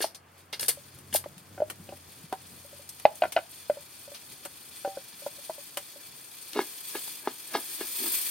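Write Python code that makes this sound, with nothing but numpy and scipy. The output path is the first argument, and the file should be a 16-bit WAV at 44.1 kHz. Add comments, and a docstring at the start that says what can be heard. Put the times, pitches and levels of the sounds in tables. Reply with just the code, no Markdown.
"""A wooden spoon knocks a hand-held enamel bowl empty: two beating low modes, a dull thump and a wooden clack.
Greasy popcorn kernels splash in clumps into a hot enamel pot: showers of random grains and ringing modes.
Then the spoon stirs and bumps the pot, whose short damped modes are struck and ground by random clicks.
The fat sizzles as trains of tiny clicks and swells late on; below, a small wood stove outdoors gives coloured
noise, its flue hums as two wavering sines, soft low thuds are damped sines, and open air is faint steady noise."""
import sys
import numpy as np
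from scipy import signal
from scipy.fft import rfft, irfft, next_fast_len
from scipy.io import wavfile

SR = 44100
rng = np.random.default_rng(int(sys.argv[2]) if len(sys.argv) > 2 else 0)


def dump(signal):
    """Clip the signal to [-1, 1] and save it as 16-bit WAV at the path in sys.argv[1]."""
    limited = np.clip(np.atleast_2d(signal).T, -1, 1)
    pcm = np.round(limited * 32767).astype(np.int16)
    wavfile.write(sys.argv[1], SR, pcm)


N = 366030
T = np.arange(N) / SR
AGE = T[:SR // 3]   # time since a hit [s]


def from_db(db):
    """Decibels: 20 dB is a tenfold amplitude."""
    return 10 ** (np.asarray(db) / 20)


def rms_one(x):
    """Normalization: unit effective value."""
    return x / np.sqrt(np.mean(x ** 2) + 1e-20)


def onset_one(x):
    """Onset normalization: unit effective value over the first 12 ms of a hit."""
    onset = x[..., :round(.012 * SR)]
    return x / np.sqrt(np.mean(onset ** 2) + 1e-20)


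def add(out, s, sound):
    """Superposition: mix a sound in at a time in seconds."""
    at = max(0, round(s * SR))
    out[..., at:at + sound.shape[-1]] += sound[..., :N - at]


def in_time(rows):
    """Linear interpolation: a (time, value) curve at every sample."""
    return np.interp(T, *np.transpose(rows))


def colour(x, points):
    """Spectral shaping: filter by a (frequency, gain) curve, straight over log frequency."""
    size = x.shape[-1]
    hz, db = np.transpose(points)
    padded = next_fast_len(size)
    bins = np.maximum(np.fft.rfftfreq(padded, 1 / SR), 1)
    gain = from_db(np.interp(np.log(bins), np.log(hz), db))
    return irfft(rfft(x, padded) * gain, padded)[..., :size]


# stereo width of diffuse sound: (frequency [Hz], side minus mid [dB])
STEREO_WIDTH = [(60, -12), (400, -11), (1000, 2), (2400, -9.5), (4400, -3), (8000, 0), (15000, -0.5)]


def spread(pair, spectrum):
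    """Decorrelation: two unrelated signals become mid and side of one coloured stereo sound of rms 1."""
    mid, side = colour(pair, spectrum)
    side = colour(side, STEREO_WIDTH)
    return rms_one(np.array([mid + side, mid - side]))


def drift(rate):
    """Random modulation: straight lines between normal knots of unit spread, `rate` knots a second."""
    knots = rng.standard_normal(int(T[-1] * rate) + 2)
    return np.interp(T * rate, np.arange(len(knots)), knots)


def grains(per_s, spread_db, size):
    """Shot noise: two trains of random clicks of uneven strength and random sign."""
    born = rng.random((2, size)) < per_s / SR
    sign = rng.choice([-1, 1], (2, size))
    strength = from_db(spread_db * np.minimum(rng.exponential(1, (2, size)), 4))
    return born * sign * strength


def shower(spectrum, per_s, lumpy_db):
    """Clustered shot noise: grains that arrive in lumps, a few milliseconds apart."""
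    knots = np.arange(0, AGE[-1], .003)
    lump_db = lumpy_db * np.clip(rng.standard_normal(len(knots)), -1.7, 1.7)
    lumps = from_db(np.interp(AGE, knots, lump_db))
    return rms_one(lumps * spread(grains(per_s, spread_db=-2.5, size=len(AGE)), spectrum))


def fade(t60):
    """Exponential decay: 60 dB down after t60 seconds, at least 2 ms."""
    return from_db(-60 * AGE / max(t60, .002))


def mode(hz, t60, contact_s):
    """Modal vibration: a damped sine that builds up over the contact time."""
    return np.sin(2 * np.pi * hz * AGE) * fade(t60) * (1 - np.exp(-(AGE / contact_s) ** 2))


def struck(modes, contact_s, uneven_db, flipped):
    """Modal excitation: the spot struck sets each mode's strength; a random share starts inverted."""
    out = np.zeros(len(AGE))
    for hz, db, t60 in modes:
        strength = from_db(db + uneven_db * rng.normal())
        sign = np.sign(rng.random() - flipped)
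        out += sign * strength * mode(hz, t60, contact_s)
    return onset_one(out)


def ringing(clicks, modes):
    """Linear convolution: every click sets a table of modes ringing."""
    body = np.zeros(len(AGE))
    for k, (hz, db, t60) in enumerate(modes):
        body += (-1) ** k * from_db(db) * mode(hz, t60, contact_s=.0001)
    return signal.fftconvolve(clicks, body / np.sqrt(np.sum(body ** 2)))[:len(clicks)]


def favour(table, centre_hz, octave_db):
    """Position-dependent excitation: modes or bands fall off by the octave from a favoured frequency."""
    return [(hz, db - octave_db * abs(np.log2(hz / centre_hz)), *rest) for hz, db, *rest in table]


def damped(modes, share):
    """Contact damping: every mode's ring is scaled by one share."""
    return [(hz, db, t60 * share) for hz, db, t60 in modes]


def crack(t60, low_hz, high_hz):
    """Contact noise: the brief gritty crunch is a band-limited noise burst."""
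    band = signal.butter(2, [low_hz, min(high_hz, .45 * SR)], "band", fs=SR, output="sos")
    burst = rng.standard_normal(len(AGE)) * fade(t60) * (1 - np.exp(-AGE / 0.0041))
    return onset_one(signal.sosfilt(band, signal.sosfilt(band, burst)))


# skitter after a knock: level against the clack [dB], touches [1/s], decay [s]
CHATTER_DB, CHATTER_PER_S, CHATTER_T60_S = -12.5, 330, 0.1


def chatter(hz, wall_hz):
    """Repeated impact: tiny uneven rebounds of the spoon wake the two low modes, damped by its touch."""
    touches = grains(CHATTER_PER_S, spread_db=-2.0, size=len(AGE))[0] * fade(CHATTER_T60_S)
    body = mode(hz, .022, contact_s=0.00059) - mode(wall_hz, 0.019, contact_s=.0005)
    return signal.fftconvolve(touches, body)[:len(AGE)]


# thump under a knock: pitch [Hz], level at a firm knock [dB], its share of the level swing, firm knock [dB]
THUMP_HZ, THUMP_DB, THUMP_FOLLOWS, FIRM_KNOCK_DB = 351, -42, 0.35, -23
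# the lowest mode's decay [s] at the usual ring [s]; it follows the grip only in part (exponent)
BASE_T60_S, USUAL_RING_S, BASE_FOLLOWS = 0.05, 0.061, 0.76
REST_HZ, REST_T60_S = 562, 0.076   # lowest mode while the spoon settles, before the load shift
# spoon on bowl; the grip sets pitches and ring, the spot struck the wall share and the clack's colour:
# (time [s], lowest mode before the load shift [Hz], level [dB], wall mode [Hz], wall above that level [dB],
#  ring t60 [s], clack before its trim [dB], clack centre [Hz])
BOWL_KNOCKS = [(0.042, 645, -27.5, 860, -7.5, 0.031, -31, 1050),
               (1.148, 606, -26.5, 850, -8, 0.025, -51, 1000),
               (1.259, 570, -37, 756, -34, 0.032, -44, 1000), (1.577, 562, -43.5, 750, -2, 0.1, -38, 1600),
               (1.602, 587, -28, 780, -34, 0.034, -41, 1810),
               (1.619, 604, -21, 820, -48, 0.079, -38.5, 1100),
               (1.889, 546, -43.5, 750, -10, 0.07, -41.5, 2880),
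               (1.923, 576, -42.5, 785, -4, 0.065, -46, 1000),
               (2.3249, 582, -40, 763, 9.5, 0.097, -23.5, 990),
               (3.0522, 610, -11.5, 830, -4, .03, -17.5, 2430), (3.053, 627, -46, 835, -6, .029, -30, 4580),
               (3.2202, 608, -21, 727, -1.5, 0.05, -21.5, 2920),
               (3.2345, 610, -28, 731, 3.5, 0.057, -18.5, 1480),
               (3.252, 620, -31.5, 770, -8, 0.032, -29, 1870),
               (3.3633, 643, -19, 720, -7.5, 0.032, -18.5, 2800),
               (3.372, 597, -31, 748, 3, 0.044, -20.5, 1460), (3.388, 577, -36, 790, -8, 0.023, -33, 2500),
               (3.6973, 588, -19.5, 760, -43, 0.057, -31.5, 1820),
               (4.455, 555, -45, 755, -6, .089, -40, 1510), (4.847, 564, -30, 778, -3, 0.28, -30.5, 1680),
               (4.875, 480, -37, 650, -9, 0.023, -42, 1010), (4.971, 540, -34, 760, -18, 0.057, -44, 1450),
               (5.263, 562, -31.5, 777, -21, 0.055, -33.5, 1050),
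               (5.495, 632, -31, 870, -21, 0.059, -31.5, 1000),
               (5.7706, 567, -39, 778, -10.5, 0.1, -28.5, 2960)]
# the spoon's greasy flat settles on the bowl between knocks: (time [s], level [dB])
SPOON_SETTLES = [(0.772, -47), (2.647, -51), (2.728, -49), (2.793, -51.5), (3.769, -40.5), (4.077, -46),
                 (4.117, -45.5), (5.22, -47.5), (5.384, -52), (5.58, -46), (5.958, -50)]
# upper modes of the bowl in the wooden clack: (frequency [Hz], relative level [dB], t60 [s])
BOWL_MODES = [(915, 4, .06), (975, 9, .04), (1398, 0, 0.059), (1532, 4, 0.047), (2033, -5, 0.055),
              (2517, 0.5, 0.035), (2880, -1, 0.031), (3230, -5.5, .022), (3790, -3.5, .014),
              (4120, -3, 0.023), (4685, 0, 0.024)]


def bowl_knocks(sag=0.022, settle_clack_db=-17, crack_top_hz=4200):
    """Beating modes: a hollow knock with a dull thump, its wooden clack and a skittering tail."""
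    knocks, clacks = np.zeros((2, N))
    loaded = 1 + sag * (.5 - np.exp(-AGE / 0.0022))   # the pitch rises as the spoon lifts off
    for s, hz, db, wall_hz, wall_db, ring_s, clack_db, clack_hz in BOWL_KNOCKS:
        ring = ring_s / USUAL_RING_S
        base = onset_one(mode(hz * loaded, BASE_T60_S * ring ** BASE_FOLLOWS, contact_s=0.0014))
        wall = onset_one(mode(wall_hz, ring_s, contact_s=0.0011))
        body = from_db(db) * base - from_db(db + wall_db) * wall   # the wall swings against the bottom
        thump_db = THUMP_DB + THUMP_FOLLOWS * (db - FIRM_KNOCK_DB)   # soft taps are duller
        thump = from_db(thump_db) * onset_one(mode(THUMP_HZ, 0.033, contact_s=0.0011))
        spot = favour(damped(BOWL_MODES, min(ring, 1)), clack_hz, octave_db=16)
        clack = struck(spot, contact_s=0.0012, uneven_db=1.5, flipped=.5)
        crack_hz = min(clack_hz * 1.93, crack_top_hz)
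        clack += from_db(-5.5) * crack(t60=0.035, low_hz=clack_hz / 5.2, high_hz=crack_hz)
        tail = from_db(clack_db + CHATTER_DB) * chatter(hz, wall_hz)
        add(knocks, s, body + thump + tail)
        add(clacks, s, from_db(clack_db - 11) * clack)
    for s, db in SPOON_SETTLES:
        rest = onset_one(mode(REST_HZ * loaded, REST_T60_S, contact_s=0.0016))
        clack = struck(BOWL_MODES, contact_s=.0006, uneven_db=6.5, flipped=.5)
        add(knocks, s, from_db(db) * rest)
        add(clacks, s, from_db(db + settle_clack_db) * clack)
    return knocks, clacks


# high modes of the pot's enamel wall, undamped: (frequency [Hz], relative level [dB], t60 [s])
ENAMEL_MODES = [(1680, 2, .09), (2150, 0, .08), (2830, -2, .11), (3240, -4, .08), (3510, -2, .1),
                (3745, -1, .11), (4290, -1, .12), (4460, -2, .09), (4815, -1, .13), (5170, -1, .11),
                (6040, -3, .11), (6780, -7, .1)]


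def kernel_hits(centre_hz, count, gap_s=0.005, loss_db=1.5, click_db=-4.5):
    """Successive impacts: kernels land in turn, each with a short enamel tick of its own colour and weight."""
    out = np.zeros(len(AGE))
    for k in range(count):
        spot = favour(damped(ENAMEL_MODES, .2), centre_hz * 2 ** rng.normal(0, .4), octave_db=9)
        click = struck(spot, contact_s=.0001, uneven_db=4, flipped=.5)
        at = round((k + rng.random()) * gap_s * SR)
        weight_db = click_db - loss_db * k + rng.uniform(-5, 3)
        out[at:] += from_db(weight_db) * click[:len(AGE) - at]
    return out


def enamel_ring(centre_hz, share=.55, scatter=.02):
    """Mass loading: the wall rings near the spot struck; the clump slightly detunes and damps its modes."""
    loaded = []
    for hz, db, t60 in damped(ENAMEL_MODES, share):
        loaded.append((hz * (1 + scatter * rng.normal()), db, t60 * rng.uniform(.6, 1.3)))
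    return struck(favour(loaded, centre_hz, octave_db=18), contact_s=.002, uneven_db=3, flipped=.5)


# resonances of the air in the pot: (frequency [Hz], half width [Hz], lift above the gaps [dB])
POT_AIR = [(3385, 160, 0.5), (4500, 300, 6), (5220, 130, 6), (5850, 100, 3.5), (6707, 170, 5),
           (7750, 160, 2.5), (8640, 82, 3), (9300, 140, 1.5), (9500, 90, 1), (10160, 100, 1),
           (11830, 110, 7.5), (12400, 100, 3.5)]


def hollow(x, between_db=-3.5):
    """Cavity resonance: the air in the pot lifts its own frequencies."""
    hz = np.linspace(20, SR / 2, 1000)
    db = np.full(len(hz), between_db)
    for centre, width, lift_db in POT_AIR:
        db += lift_db * np.exp(-((hz - centre) / width) ** 2)
    return colour(x, np.column_stack([hz, db]))


# clumps of kernels land in the fat; gains below lift the showers of rattle and splash:
# (time [s], rattle before gain [dB], rattle centre [Hz], splash before gain [dB], splash centre [Hz],
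#  rise time constant [s], t60 [s], enamel ring [dB], ring centre [Hz])
SPLASHES = [(0.004, -36.5, 450, -55, 9400, .0022, 0.05, -55, 2840),
            (0.011, -41, 2000, -34, 9500, 0.0047, 0.12, -50, 3500),
            (0.023, -37.5, 4370, -39, 9800, .002, 0.15, -36, 4450),
            (0.146, -50.5, 4370, -48.5, 7760, .001, 0.079, -60, 4800),
            (0.5263, -41.5, 3480, -44.5, 9500, 0.0014, 0.12, -52, 5100),
            (0.5308, -37.5, 2370, -62, 8000, .0015, 0.016, -56, 3700),
            (0.5943, -42, 4700, -36.5, 9800, .001, 0.043, -50, 4900),
            (0.606, -43.5, 2500, -34, 9750, 0.0016, 0.12, -52, 3500),
            (0.628, -40.5, 2200, -33.5, 9300, .001, 0.067, -45, 4500),
            (0.658, -63, 1500, -40.5, 9300, .001, 0.059, -48, 4300),
            (0.6819, -33.5, 3530, -23.5, 11700, 0.0012, 0.049, -41, 3500),
            (0.689, -35, 2980, -25, 9000, .001, .055, -38, 4800),
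            (1.126, -42.5, 900, -42, 8000, 0.0023, 0.086, -41, 2900),
            (1.1396, -39.5, 4500, -25.5, 12500, .0004, 0.076, -43, 6000),
            (1.155, -37, 3850, -25.5, 12100, 0.0013, 0.068, -37, 3760)]
# kernels rattling on enamel: (frequency [Hz], relative level per Hz [dB])
RATTLE_SPECTRUM = [(120, -26), (350, 20.5), (700, 11), (1200, 5), (2300, 2.5), (3000, 5.5), (3700, 3.5),
                   (4800, 4.5), (5800, 5), (9000, -32)]
# flash of frying: (frequency [Hz], relative level per Hz [dB])
SPLASH_SPECTRUM = [(2500, -39), (4500, -18.5), (6000, -2.5), (7500, -4.5), (9300, 4.5), (11000, -0.5),
                   (12500, 1.5), (14000, -1.5), (16000, -7.5)]


def splashes(tail_db=-26, tail_stretch=2.4, rattle_gain_db=5.0, splash_gain_db=5.0):
    """Impact shower: each clump is many hard hits and a flash of frying, with single kernels standing out."""
    out = np.zeros((2, N))
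    for s, rattle_db, rattle_hz, splash_db, splash_hz, rise_s, t60, ring_db, ring_hz in SPLASHES:
        decay = fade(t60) + from_db(tail_db) * fade(t60 * tail_stretch)
        shape = onset_one((1 - np.exp(-AGE / rise_s)) * decay)
        rattle = shower(favour(RATTLE_SPECTRUM, rattle_hz, octave_db=3.5), per_s=900, lumpy_db=4)
        splash = shower(favour(SPLASH_SPECTRUM, splash_hz, octave_db=6), per_s=14000, lumpy_db=2)
        both = from_db(rattle_db + rattle_gain_db) * rattle + from_db(splash_db + splash_gain_db) * splash
        add(out, s, shape * hollow(both))
        add(out, s, from_db(rattle_db) * kernel_hits(rattle_hz, count=5))
        add(out, s, from_db(ring_db) * enamel_ring(ring_hz))
    return out


SPOON_DAMPING = 0.46   # share of the enamel's ring left under the spoon


def pressed_enamel(centre_hz=1700, octave_db=6):
    """Contact damping: under the wooden spoon the enamel rings shorter and duller."""
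    return favour(damped(ENAMEL_MODES, SPOON_DAMPING), centre_hz, octave_db)


# the spoon meets the pot, once at the rim and then stirring; each stroke grinds and peaks in a bump:
# (time [s], bump [dB], wall [dB], grit before trims [dB], bottom rumble [dB], swell time constant [s])
SPOON_STROKES = [(2.3269, -37.5, -39, -54, -78, 0.0055), (6.562, -29, -47, -39.5, -34, 0.011),
                 (6.574, -30, -37, -47, -57, .008), (6.5811, -40, -51, -44, -60, .004),
                 (6.591, -25.5, -23.5, -37.5, -34.5, 0.009), (6.953, -37, -41.5, -39, -41.5, 0.0093),
                 (7.079, -65, -51, -61, -68, .012), (7.274, -28, -25.5, -41.5, -44, 0.022),
                 (7.546, -35.5, -53, -35.5, -39, 0.016), (7.552, -26, -26, -38, -44, 0.0093),
                 (7.81, -37.5, -45.5, -40.5, -38.5, 0.011), (8.006, -61, -60, -57, -40, 0.0095),
                 (8.059, -57, -51, -45, -39, 0.025)]
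# the pot's bottom: (frequency [Hz], relative level [dB], t60 [s])
POT_BOTTOM = [(203, -22, 0.031), (236, -23.5, 0.022), (347, -11, 0.034), (405, -3.5, 0.053),
              (409, 2.5, 0.027), (440, 1, 0.019)]
# the pot's wall: (frequency [Hz], relative level [dB], t60 [s])
POT_WALL = [(647, -5.5, 0.037), (820, 5.5, 0.019), (860, 8.5, 0.014), (980, -3, 0.023), (1235, -6.5, 0.041)]


def pot_knocks(clack_db=-11.0):
    """Boundary damping: the pot sits tight on the stove, so its thuds are low and short, with wall and clack."""
    out = np.zeros(N)
    for s, db, wall_db, grit_db, _, _ in SPOON_STROKES:
        thud = from_db(db) * struck(POT_BOTTOM, contact_s=0.00038, uneven_db=4.5, flipped=0)
        wall = from_db(wall_db) * struck(POT_WALL, contact_s=0.00012, uneven_db=2.5, flipped=0)
        clack = struck(pressed_enamel(), contact_s=0.00028, uneven_db=2.5, flipped=.5)
        clack += from_db(6.0) * crack(t60=0.06, low_hz=1100, high_hz=4500)
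        add(out, s, thud + wall + from_db(grit_db + clack_db) * clack)
    return out


FADE_S = 0.02   # time constant of the grinding after each bump


def stirring():
    """Friction excitation: kernels grind between spoon and enamel and excite the wall and the bottom."""
    grit, rumble = np.zeros((2, N))
    for s, _, _, grit_db, rumble_db, swell_s in SPOON_STROKES:
        away = np.maximum((s - T) / swell_s, (T - s) / FADE_S)
        push = np.exp(-np.minimum(away, 20))
        grit += from_db(grit_db) * push
        rumble += from_db(rumble_db) * push
    slips, rolls = rms_one(grains(per_s=320, spread_db=3.0, size=N))
    enamel = from_db(-1.0) * ringing(slips * grit, pressed_enamel())
    wall = from_db(-4) * ringing(rolls * grit, POT_WALL)
    crunch = from_db(-6.0) * grit * rms_one(colour(slips, RATTLE_SPECTRUM))
    bottom = ringing(rolls * rumble, favour(POT_BOTTOM, centre_hz=240, octave_db=35))
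    return enamel + wall + crunch + bottom


# single hard ticks of kernel, spoon or spitting fat, begun 1 ms before the listed time:
# (time [s], body before trim [dB], body centre [Hz], snap before trim [dB], t60 [s])
TICKS = [(0.986, -52, 2000, -56, .04), (1.241, -41.5, 1500, -69, 0.016), (1.381, -50, 3000, -54.5, 0.01),
         (1.7, -34, 2080, -41.5, 0.045), (1.708, -41.5, 605, -57, 0.012), (2.327, -35.5, 2000, -49, 0.011),
         (2.891, -42, 5600, -44, 0.036), (2.998, -45, 2300, -48.5, 0.017), (3.156, -64, 4010, -49.5, 0.021),
         (3.322, -34.5, 2580, -40.5, 0.041), (4.094, -56, 2980, -61, 0.045),
         (4.146, -38.5, 3480, -55, 0.11), (4.451, -37.5, 1780, -43, .051), (5.772, -31.5, 2420, -36, 0.038),
         (6.243, -57, 4000, -54, .02), (6.5341, -34.5, 2690, -54, 0.0026), (7.079, -52, 2500, -47, 0.063)]


def ticks():
    """Impulsive noise: dry, very short snaps are enveloped noise in a body band and a splash band."""
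    out = np.zeros((2, N))
    for s, body_db, body_hz, snap_db, t60 in TICKS:
        body_spectrum = favour(RATTLE_SPECTRUM, body_hz, octave_db=7.5)
        body = spread(rng.standard_normal((2, len(AGE))), body_spectrum)
        snap = spread(rng.standard_normal((2, len(AGE))), SPLASH_SPECTRUM)
        shape = onset_one(fade(t60) * (1 - np.exp(-AGE / 0.0011)))
        add(out, s - .001, shape * (from_db(body_db - 6.0) * body + from_db(snap_db + 2.5) * snap))
    return out


# steady simmer before trims: fine hiss [dB], coarse bubbling [dB], the coarse share of the level swing
SIMMER_DB, COARSE_DB, COARSE_FOLLOWS = -52.5, -55.5, 0.84
# the top of the hiss is brighter when the hiss is louder:
# edge [Hz], level at a simmer [dB], gain per dB of louder hiss [dB]
TREBLE_HZ, TREBLE_DB, TREBLE_PER_HISS_DB = 12500, -3, 0.22
# frying while the kernels lie still: (time [s], fine hiss before trims [dB])
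FRYING_STILL = [(0.0, -48), (0.18, -89.5), (0.39, -59), (0.48, -74), (0.77, -55.5), (0.98, -61.5),
                (1.52, -64.5), (2.1, -57.5), (3.3, -54), (4.8, -51), (6.45, -51)]
# frying once they are stirred: (time [s], fine hiss before trims [dB])
FRYING_STIRRED = [(6.62, -46), (7.072, -42.5), (7.152, -47), (7.438, -47.5), (7.84, -40.5), (8.154, -30.5),
                  (8.3, -36.5)]
# coarse bubbling: (frequency [Hz], relative level per Hz [dB])
COARSE_SIZZLE = [(200, -14.5), (330, 2), (600, -15), (1200, -9), (2200, -1.5), (3300, 1.5), (4500, -2),
                 (6500, -4.5), (8000, -13.5), (12000, -40.5)]
# fine hiss before the treble change: (frequency [Hz], relative level per Hz [dB])
FINE_SIZZLE = [(3000, -35), (6000, -24), (7500, -9.5), (8300, -8), (9000, 0.5), (9700, -1.5), (10600, -2.5),
               (11300, -8.5), (12000, -2.5), (13500, 0), (16000, -3.5)]


def sizzle():
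    """Bubble shot noise: steam bubbles burst in the fat, more of them when louder; the level wavers slightly."""
    frying_db = in_time(list(FRYING_STILL) + list(FRYING_STIRRED))
    coarse_db = COARSE_DB + COARSE_FOLLOWS * (frying_db - SIMMER_DB)
    fine_db = frying_db + .5
    per_s = 3000 * from_db(.6 * (fine_db - SIMMER_DB))
    # dividing by the root of the rate keeps the power independent of it
    coarse = spread(grains(per_s, spread_db=2.5, size=N) / np.sqrt(per_s), COARSE_SIZZLE)
    fine = spread(grains(per_s, spread_db=5.5, size=N) / np.sqrt(per_s), FINE_SIZZLE)
    top = colour(fine, [(TREBLE_HZ * .9, -60), (TREBLE_HZ, 0)])
    top_db = TREBLE_DB + TREBLE_PER_HISS_DB * np.clip(fine_db - SIMMER_DB, 0, 20)
    fine += top * (from_db(top_db) - 1)
    waver_db = 1.2 * drift(rate=18) + 1.6 * drift(rate=140)
    return from_db(waver_db) * (from_db(coarse_db + 0.5) * coarse + from_db(fine_db + 2.5) * fine)


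# draught of the fire: (time [s], level before trim and wavering [dB])
DRAUGHT = [(0.0, -66), (0.32, -68.5), (1.0, -60.5), (1.8, -58), (2.3, -59.5), (2.96, -65), (3.44, -67.5),
           (4.51, -68), (5.18, -67), (6.52, -73.5), (8.3, -75.5)]
# boom of the flue: (frequency [Hz], relative level per Hz [dB])
FIRE_SPECTRUM = [(25, -28), (55, -17), (78, -5), (92, -4), (108, -8), (122, 0), (150, -7.5), (175, -2.5),
                 (250, -6.5), (400, -11), (900, -27)]


def fire():
    """Turbulent excitation: the draught booms in the flue's low resonances, its level wavering at random."""
    level_db = in_time(DRAUGHT) + 3.5 + 3.5 * drift(rate=22.0)
    return spread(rng.standard_normal((2, N)), FIRE_SPECTRUM) * from_db(level_db)


UPPER_HUM_HZ = 137.6   # centre of the wavering pitch
# the flue's two lowest resonances, before wavering:
# (time [s], lower pitch [Hz], lower amplitude [dB], upper amplitude [dB])
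FLUE_HUM = [(0.0, 95, -75, -82), (0.2, 89.3, -64, -76), (0.52, 91.2, -64, -74), (0.68, 89.3, -69, -59),
            (1.22, 91, -49.5, -59.5), (1.38, 91.4, -70, -61), (1.5, 96.5, -52, -59),
            (1.67, 101.4, -55, -66), (1.88, 88.5, -53, -58), (2.15, 91.1, -61.5, -71),
            (2.75, 89.8, -62, -63.5), (3.75, 90.3, -69.5, -70.5), (4.8, 89, -83, -76.5),
            (8.3, 89, -92.5, -73)]


def flue_hum(waver_hz=2.5, waver_db=2.0):
    """Air-column resonance: the flue sings softly in two sines whose pitch and level waver at random."""
    s, *columns = np.transpose(FLUE_HUM)
    lower_hz, lower_db, upper_db = [np.interp(T, s, column) for column in columns]
    out = np.zeros(N)
    for hz, db in ((lower_hz, lower_db), (UPPER_HUM_HZ, upper_db)):
        level = from_db(db + waver_db * drift(rate=13))
        phase = 2 * np.pi * np.cumsum(hz + waver_hz * drift(rate=7.0)) / SR
        out += level * np.sin(phase)
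    return out


# soft low thuds: (time [s], level [dB], pitch [Hz])
LOW_THUDS = [(0.952, -52, 127), (1.123, -47.5, 230), (1.367, -50, 174), (1.797, -44, 173),
             (2.237, -46.5, 164)]


def low_thuds():
    """Damped oscillation: each soft low thud is one short sine that builds up gently."""
    out = np.zeros(N)
    for s, db, hz in LOW_THUDS:
        add(out, s, from_db(db) * onset_one(mode(hz, t60=0.055, contact_s=0.0054)))
    return out


# open air: (frequency [Hz], relative level per Hz [dB])
AIR_SPECTRUM = [(30, -29.5), (100, -1.5), (300, -2), (700, -2.5), (1500, -4), (3000, -10.5), (8000, -50),
                (16000, -37)]


def open_air():
    """Stationary noise: the outdoor background is steady, diffuse coloured noise."""
    return from_db(-59.5) * spread(rng.standard_normal((2, N)), AIR_SPECTRUM)


MIC_LAG_S = .00004   # delay of a point source at the right port


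def inside_pot(x, echo_db, t60, dull_hz):
    """Reverberation: dense reflections between the walls; a point source reaches the left port first."""
    walls = rng.standard_normal((2, len(AGE))) * fade(t60) * (1 - np.exp(-AGE / 0.0016))
    walls = spread(walls, [(100, -10), (500, 0), (dull_hz, 0), (17000, -6)])
    walls /= np.sqrt(len(AGE))
    direct = x if x.ndim == 2 else np.array([x, np.interp(T - MIC_LAG_S, T, x)])
    return direct + from_db(echo_db) * signal.oaconvolve(direct, walls, axes=1)[:, :N]


def scene():
    """Superposition: bowl, kernels, pot and fat with pot reflections, over fire, thuds and the open air."""
    knocks, clacks = bowl_knocks()
    bowl = inside_pot(knocks, echo_db=-20.5, t60=0.22, dull_hz=4020)
    bowl += inside_pot(clacks, echo_db=-12.5, t60=0.12, dull_hz=4500)
    kernels = inside_pot(splashes(), echo_db=-9.5, t60=0.15, dull_hz=13060)
    bass_cut = signal.butter(4, 250, "high", fs=SR, output="sos")   # the pot's knocks and stirring are heard with little bass below 250 Hz
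    pot = signal.sosfilt(bass_cut, pot_knocks() + stirring())
    pot = inside_pot(pot, echo_db=-20.0, t60=0.24, dull_hz=5000)
    snaps = inside_pot(ticks(), echo_db=-4.5, t60=0.074, dull_hz=9080)
    frying = from_db(0.44) * inside_pot(hollow(sizzle()), echo_db=0.5, t60=0.043, dull_hz=13900)
    background = fire() + flue_hum() + low_thuds() + open_air()
    return bowl + kernels + pot + snaps + frying + background


CUTOFF_HZ = 16000
# treble resonance of the left port: (frequency [Hz], left minus right [dB])
LEFT_LEAD = [(100, 0), (1000, 0.76), (4400, 0), (6200, 3), (7300, 3), (8800, 10), (10200, 0), (11500, 0.5),
             (16000, 0)]


def record(dry):
    """Port resonance and saturation: the left treble leads, loud peaks are rounded, the top is cut."""
    ports = []
    for channel, sign in zip(dry, (1, -1)):
        ports.append(colour(channel, [(hz, sign * db / 2) for hz, db in LEFT_LEAD]))
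    ports = np.array(ports)
    ports = ports / (1 + (ports / .82) ** 4) ** .25
    return signal.sosfilt(signal.ellip(12, .1, 80, CUTOFF_HZ, fs=SR, output="sos"), ports)


dry = scene()
out = record(dry)
dump(out)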